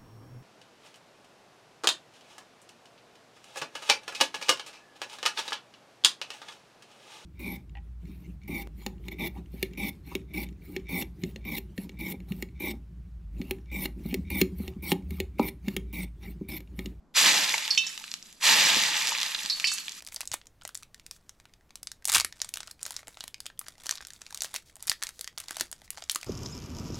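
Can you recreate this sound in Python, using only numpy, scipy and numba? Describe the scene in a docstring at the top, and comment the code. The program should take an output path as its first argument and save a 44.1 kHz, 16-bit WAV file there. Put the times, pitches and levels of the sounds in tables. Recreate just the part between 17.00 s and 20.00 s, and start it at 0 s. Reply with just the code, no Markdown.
"""Hot oil sizzles as it is poured twice from a steel pan over a fish and herbs on a plate.
Each pour turns the moisture to steam in a dense boil of bursting bubbles, which thins to a
fine fizz and lone pops as the oil cools. The pan clinks lightly as it is tipped back after
each pour. The kitchen adds a short echo and a faint rumble."""
import sys
import numpy as np
from scipy import signal
from scipy.fft import rfft, irfft
from scipy.io import wavfile
from numba import njit

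SR = 44100
rng = np.random.default_rng(int(sys.argv[2]) if len(sys.argv) > 2 else 0)


def digitize_waveform(pressure):
    """Quantize a signal to 16-bit integers and store it at the path in sys.argv[1].

    Rows of a 2-D input are taken as channels; values are limited to [-1, 1].
    """
    field = np.atleast_2d(pressure).T
    bounded = np.clip(field, -1, 1)
    quanta = np.round(bounded * 32767).astype(np.int16)
    wavfile.write(sys.argv[1], SR, quanta)


N = 132300

# Pours of oil: t/s, rise/s, hold/s, boil level/dB, boil fade/(dB/s), fizz level/dB,
# fizz fade/(dB/s), gurgle level/dB, sputter level/dB, first flash level/dB
POURS = [(0.137, 0.037, .115, -20, 45.5, -35, 19.5, -38.5, -39, -22.5),
         (1.397, 0.054, 0.15, -20, 24.5, -35.5, 6.5, -39, -34.5, -30.5)]
# Single spitting bubbles: t/s, level/dB, f/Hz, ring length/cycles
POPS = [(0.3793, -4.5, 3340, 3.1), (0.396, -20, 4400, 2), (0.444, -5, 2600, 1.6), (0.494, -2, 4830, 2.6),
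        (0.5414, -13.5, 2150, 27), (0.543, -25, 890, 23), (0.5806, 0.5, 4020, 1.3),
        (0.6527, -12, 4020, 3.2), (0.6791, -9, 3680, 2.9), (.681, -40.5, 886, 33), (0.7497, -10, 4340, 3.6),
        (.9773, -8.5, 3700, 1.47), (.9989, -20, 5500, 3.5), (1.011, -48, 880, 28), (1.0408, -18, 2440, 2.9),
        (1.0795, -20, 2980, 2.2), (1.1126, -26, 5800, 8), (1.1158, -14.5, 5200, 7), (1.14, -5, 4160, 2.3),
        (1.2267, -24.5, 5600, 10), (1.3274, -20, 7200, 2.9), (1.768, -24.5, 232, 2.7),
        (1.837, 1, 4700, 2.2), (1.893, -20, 3500, 5), (1.9682, -10.5, 3340, 7.3),
        (2.0225, -11.5, 4650, 7.3), (2.0539, -10, 3200, 2), (2.072, 3, 4800, 1.6), (2.08, -4.5, 4200, 2.2),
        (2.0935, -1, 3980, 1.7), (2.121, -23.5, 937, 14), (2.129, -15, 3800, 5.8), (2.1505, -14.5, 2300, 6),
        (2.177, -7, 3820, 1.4), (2.1854, -8.5, 3850, 3.5), (2.2027, -9.5, 4900, 4.2),
        (2.2148, -3, 4830, 2.2), (2.2198, -14, 3770, 7), (2.2313, -1, 3650, 2.1), (2.2635, -8, 3500, 2.3),
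        (2.3028, -20.5, 3630, 3.9), (2.319, -19, 2840, 5), (2.3478, -12, 3920, 13),
        (2.3509, -13, 2310, 3.3), (2.4335, -14, 4940, 4.5), (2.445, -41.5, 198, 5.1),
        (2.4508, -14, 4400, 3), (2.4606, -8.5, 4040, 3.4), (2.599, -3, 4000, 1.67),
        (2.6046, -9.5, 3700, 1.3), (2.6422, -15, 2250, 21), (2.718, -26, 1460, 8.2),
        (2.7825, -10.5, 4720, 3.3), (2.7861, -5.5, 4240, 1.32), (2.882, -17, 3170, 8.2),
        (2.8941, -12, 5340, 3.4), (2.9205, -17, 6200, 6)]
# Knocks on the pan: t/s, ring level/dB, brightest f/Hz, spread/octaves, ring time factor,
# scrape level/dB, scrape time to fade 60 dB/s
CLINKS = [(0.7059, -23.5, 4800, 0.18, 0.74, -21, .07), (0.7754, -23, 3050, 0.3, 0.98, -17.5, 0.036),
          (.778, -27, 5870, 0.13, 1, -18.5, 0.059), (0.8669, -32.5, 5970, 0.18, 0.86, -29.5, 0.059),
          (2.4986, -30, 4500, 0.2, 1, -21.5, .075), (2.518, -33, 4350, .13, 0.91, -28, 0.13),
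          (2.6424, -27, 2740, 0.12, 0.74, -26, 0.12), (2.643, -23, 4840, 0.13, 1, -25.5, 0.12),
          (2.671, -31, 4350, 0.65, 0.88, -25.5, 0.12), (2.673, -42.5, 7900, 0.13, 0.68, -44, 0.063),
          (2.716, -50, 7000, .4, 0.97, -28, 0.19), (2.736, -41, 9500, 0.34, 0.78, -30, 0.077)]
# The pan's own ringing tones: f/Hz, level/dB, time to fade 60 dB/s
PAN_TONES = [(2648, -1, 0.39), (3047, -2, 0.24), (3640, -1.5, .28), (3790, -6, 0.42), (4250, -18, 0.33),
             (4368, -8.5, 0.25), (4464, -4, 0.43), (4700, -3, 0.18), (4360, -4.5, 0.4), (5370, -9, 0.38),
             (5340, -12, .2), (5730, -2, 0.09), (6130, -12.5, 0.45), (6880, -4, .17), (7140, -12, .2),
             (8080, 6, 0.13), (8970, 0, 0.25), (9550, 7, 0.2), (10700, -21, 0.19)]
# Tone curves of the rumble, the four bubble swarms and the pops: f/Hz, level/dB
RUMBLE_CURVE = [(20, -3.5), (55, -8), (100, -16), (128, -31), (155, -5.5), (190, -4), (245, -7.5),
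                (450, -17.5), (1000, -21.5), (2500, -39), (15000, -50)]
BOIL_CURVE = [(100, -55), (300, -19), (520, -11.5), (620, -15), (760, -12), (860, -3), (960, -4),
              (1050, -2.5), (1200, -10), (1340, -6), (1520, -4), (1860, 2.5), (2300, -0.5), (2720, 1),
              (4500, -1.5), (7000, -6.5), (11000, -14), (15000, -7.5)]
FIZZ_CURVE = [(200, -47), (900, -8), (1300, -3), (2200, -5), (3300, -1), (4600, 0.5), (5500, -2),
              (7500, 0.5), (15000, -6)]
SPUTTER_CURVE = [(400, -42), (1500, -2), (2500, 3), (3600, 4.5), (4600, -10.5), (7000, -2), (15000, -17)]
GURGLE_CURVE = [(60, -33), (108, -20), (138, -1), (215, -0.5), (265, -7), (310, -2), (400, -5), (510, -4.5),
                (620, -3), (1200, -3.5), (4000, -58)]
POP_CURVE = [(60, -23), (105, -6), (160, 4), (3000, 4), (7000, 0), (15000, -4)]
# How well the pan passes each pitch to the air: f/Hz, level/dB
PAN_CURVE = [(150, -30), (700, -6), (2200, 0.5), (15000, -1.5)]
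# How well the microphone picks up each pitch: f/Hz, level/dB
MICROPHONE_CURVE = [(100, -4), (6500, 0.5), (8100, 0), (9300, -12.5), (10800, 0.5), (12500, -4),
                    (14000, -14), (15800, -21)]


def gain(db):
    return 10 ** (np.asarray(db) / 20)


def unit(x):
    """Scale to an average (rms) level of 1."""
    return x / np.sqrt(np.mean(x ** 2))


def colour(x, curve, size=4096):
    """Filter a sound so that it follows a tone curve."""
    hz, db = np.array(curve, float).T
    grid_hz = np.arange(size // 2 + 1) * SR / size + 1
    cepstrum = irfft(np.log(gain(np.interp(np.log(grid_hz), np.log(np.sort(hz)), db))))
    # Fold the filter so that it never rings ahead of the sound.
    cepstrum[1:size // 2] *= 2
    cepstrum[size // 2 + 1:] = 0
    return signal.fftconvolve(x, irfft(np.exp(rfft(cepstrum)))[None], axes=1)[:, :N]


def room_rumble(level_db=-60.5, width=0.3):
    """The kitchen's faint, low background noise."""
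    mid, side = rng.standard_normal((2, N))
    noise = np.array([mid + width * side, mid - width * side])
    return gain(level_db) * unit(colour(noise, RUMBLE_CURVE))


@njit
def bubble_rings(start, hz, cycles, size):
    """Each bubble rings as a short tone that fades by 60 dB over its number of cycles."""
    out = np.zeros(N)
    for k in range(len(start)):
        step = (2j * np.pi - np.log(1000) / cycles[k]) * hz[k] / SR  # turn and fade per sample
        first = int(start[k] * SR) + 1
        wave = size[k] * np.exp(step * (first - start[k] * SR)) / abs(step)
        turn, last = np.exp(step), 0.
        for i in range(max(first, 0), min(N, first + 3 + int(cycles[k] * SR / hz[k]))):
            out[i] += last - wave.imag  # the wave's slope starts with a snap
            last = wave.imag
            wave *= turn
    return out


def bursts(start, hz, cycles, size):
    """Bubbles burst all over the plate, so each reaches the two ears with its own lag and balance."""
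    lag, balance = rng.standard_normal((len(start), 2)).T
    left_lag_s, left_db = 1.5e-5 + .4e-5 * lag, -0.1 * balance
    return np.array([bubble_rings(start + side * left_lag_s / 2, hz, cycles,
                                  size * gain(side * left_db / 2)) for side in (1, -1)])


def swarm(strength, curve, per_s, band_hz, cycles, scatter_db, thinning, spurt_db, count):
    """Many bubbles burst in spurts; as the strength drops they get quieter and further apart."""
    when, pitch, length, luck, big = rng.random((count, 5)).T
    spurts = np.interp(np.arange(N) / SR * 35, np.arange(400), rng.standard_normal(400))  # 35 a second
    now = (strength * gain(spurt_db * spurts))[(when * N).astype(int)]
    chance = np.minimum(per_s * N / SR / count * (now / strength.max()) ** thinning, 1)
    low, high = band_hz
    hz = low * (high / low) ** pitch
    ring_cycles = 1 - cycles * np.log(1 - length)
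    boost = gain(scatter_db * np.minimum(-np.log(1 - big), 3.6))  # a few bubbles stand out
    size = now / np.sqrt(chance) * hz / np.sqrt(ring_cycles) * boost
    on = luck < chance
    bubbles = bursts(when[on] * N / SR, hz[on], ring_cycles[on], size[on])
    return unit(colour(bubbles, curve)) * np.sqrt(np.mean(strength ** 2))


def swell(start, rise, hold, db, fade):
    """Strength of one pour: it rises, holds, then fades as the oil cools."""
    age = np.arange(N) / SR - start
    return np.clip(age / rise, 0, 1) ** 2 * gain(db - fade * np.maximum(age - rise - hold, 0)) + 1e-9


def sizzle(flash_fade_db_per_s=71, gurgle_late_s=0.046, sputter_rise_s=0.22):
    """Water flashes to steam under the oil: a boil over a low gurgle, then sputter and lasting fizz."""
    boil = fizz = gurgle = sputter = 0
    for (start, rise, hold, boil_db, boil_fade, fizz_db, fizz_fade,
         gurgle_db, sputter_db, flash_db) in POURS:
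        boil += swell(start, rise, hold, boil_db, boil_fade)
        fizz += swell(start, rise, hold, fizz_db, fizz_fade)
        fizz += swell(start, rise, 0, flash_db, flash_fade_db_per_s)
        # Large bubbles build later and die sooner; sputter takes over as the boil thins.
        gurgle += swell(start, rise + gurgle_late_s, hold, gurgle_db, boil_fade * 1.45)
        sputter += swell(start, sputter_rise_s, hold, sputter_db, boil_fade * 0.83)
    return (swarm(boil, BOIL_CURVE, per_s=11000, band_hz=(481, 13720), cycles=9,
                  scatter_db=3, thinning=.75, spurt_db=1.54, count=45000)
            + swarm(fizz, FIZZ_CURVE, per_s=10000, band_hz=(1093, 14900), cycles=17.5,
                    scatter_db=1, thinning=.25, spurt_db=2.5, count=30000)
            + swarm(sputter, SPUTTER_CURVE, per_s=810, band_hz=(1830, 5530), cycles=9.4,
                    scatter_db=5.5, thinning=.6, spurt_db=2, count=3000)
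            + swarm(gurgle, GURGLE_CURVE, per_s=600, band_hz=(117, 860), cycles=7.5,
                    scatter_db=1, thinning=.84, spurt_db=1, count=4000))


def pops(collapse_db=-12):
    """Single larger bubbles snap and ring; a weaker snap follows as each one's skin collapses."""
    start, db, hz, cycles = np.array(POPS).T
    late, pitch = rng.random((len(POPS), 2)).T
    snap = bursts(start, hz, cycles, gain(db))
    delay_s = 0.000844 * (0.342 + late)
    collapse = bursts(start + delay_s, hz * (.7 + .6 * pitch), cycles + 3, gain(db + collapse_db))
    return colour(snap + collapse, POP_CURVE)


def pan_clinks(max_detune=0.012, twin_size=0.66, attack_s=0.00056):
    """Each knock scrapes and rings the steel; where it lands decides which tones sound and how long."""
    out = np.zeros((2, N))
    age = np.arange(SR // 2) / SR
    hz, db, fade_s = np.array(PAN_TONES).T[:, :, None]
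    for start, ring_db, bright_hz, spread, sustain, scrape_db, scrape_s in CLINKS:
        def weight(f):
            """Pitches near the knock's brightest one sound most."""
            return np.exp(-.5 * (np.log2(f / bright_hz) / spread) ** 2) + .035 * np.minimum(f / 3000, 1)

        phase, twin_phase, split = rng.random((3, len(PAN_TONES), 1))
        twin_hz = hz * (1 + max_detune * (2 * split - 1))  # each tone has a slightly mistuned twin
        pair = np.sin(2 * np.pi * (hz * age + phase))
        pair += twin_size * np.sin(2 * np.pi * (twin_hz * age + twin_phase))
        levels = gain(ring_db + db - 60 * age / (fade_s * sustain)) * weight(hz)
        ring = np.minimum(age / attack_s, 1) * np.sum(levels * pair, axis=0)
        noise_spectrum = rfft(rng.standard_normal(len(age)))
        grit = unit(irfft(noise_spectrum * weight(np.linspace(1, SR / 2, len(noise_spectrum)))))
        scrape = grit * gain(scrape_db - 60 * age / scrape_s)
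        first = int(start * SR)
        out[:, first:first + len(age)] += (ring + scrape)[:N - first]
    return colour(out, PAN_CURVE)


def below(x, hz):
    """Soften everything above this pitch."""
    return signal.sosfilt(signal.butter(1, hz, fs=SR, output="sos"), x)


def kitchen(x, echo_db, right_db, low_fade_s=0.52, treble_fade_s=0.18):
    """Add echoes from counter and walls, whose treble dies first, and lean the sound to the right."""
    age = np.arange(SR // 2) / SR
    mid, side = rng.standard_normal((2, len(age)))
    side -= below(side, 850)  # the bass is alike in both ears
    noise = np.array([mid + side, mid - side])
    low = below(noise, 2700)
    tail = low * gain(-60 * age / low_fade_s) + (noise - low) * gain(-60 * age / treble_fade_s)
    tail *= (1 + 3.9 * np.exp(-age / 0.0032)) * (age > .0005)  # the first echoes are strongest
    tail /= np.sqrt(np.sum(tail ** 2, axis=1, keepdims=True))
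    echo = gain(echo_db) * signal.fftconvolve(x, tail, axes=1)[:, :N]
    return (x + echo) * gain([[-right_db / 2], [right_db / 2]])


def scene():
    """The sizzling food and the clinking pan, over the room's rumble."""
    food = kitchen(sizzle() + pops(), echo_db=-6.5, right_db=1)
    steel = kitchen(pan_clinks(), echo_db=-7.5, right_db=3)
    return food + steel + room_rumble()


def record(dry):
    """The microphone has a narrow dip in the treble, and the very top is cut off."""
    top_cut = signal.ellip(10, .2, 80, 15900, fs=SR, output="sos")
    return signal.sosfilt(top_cut, colour(dry, MICROPHONE_CURVE))


dry = scene()
out = record(dry)
digitize_waveform(out)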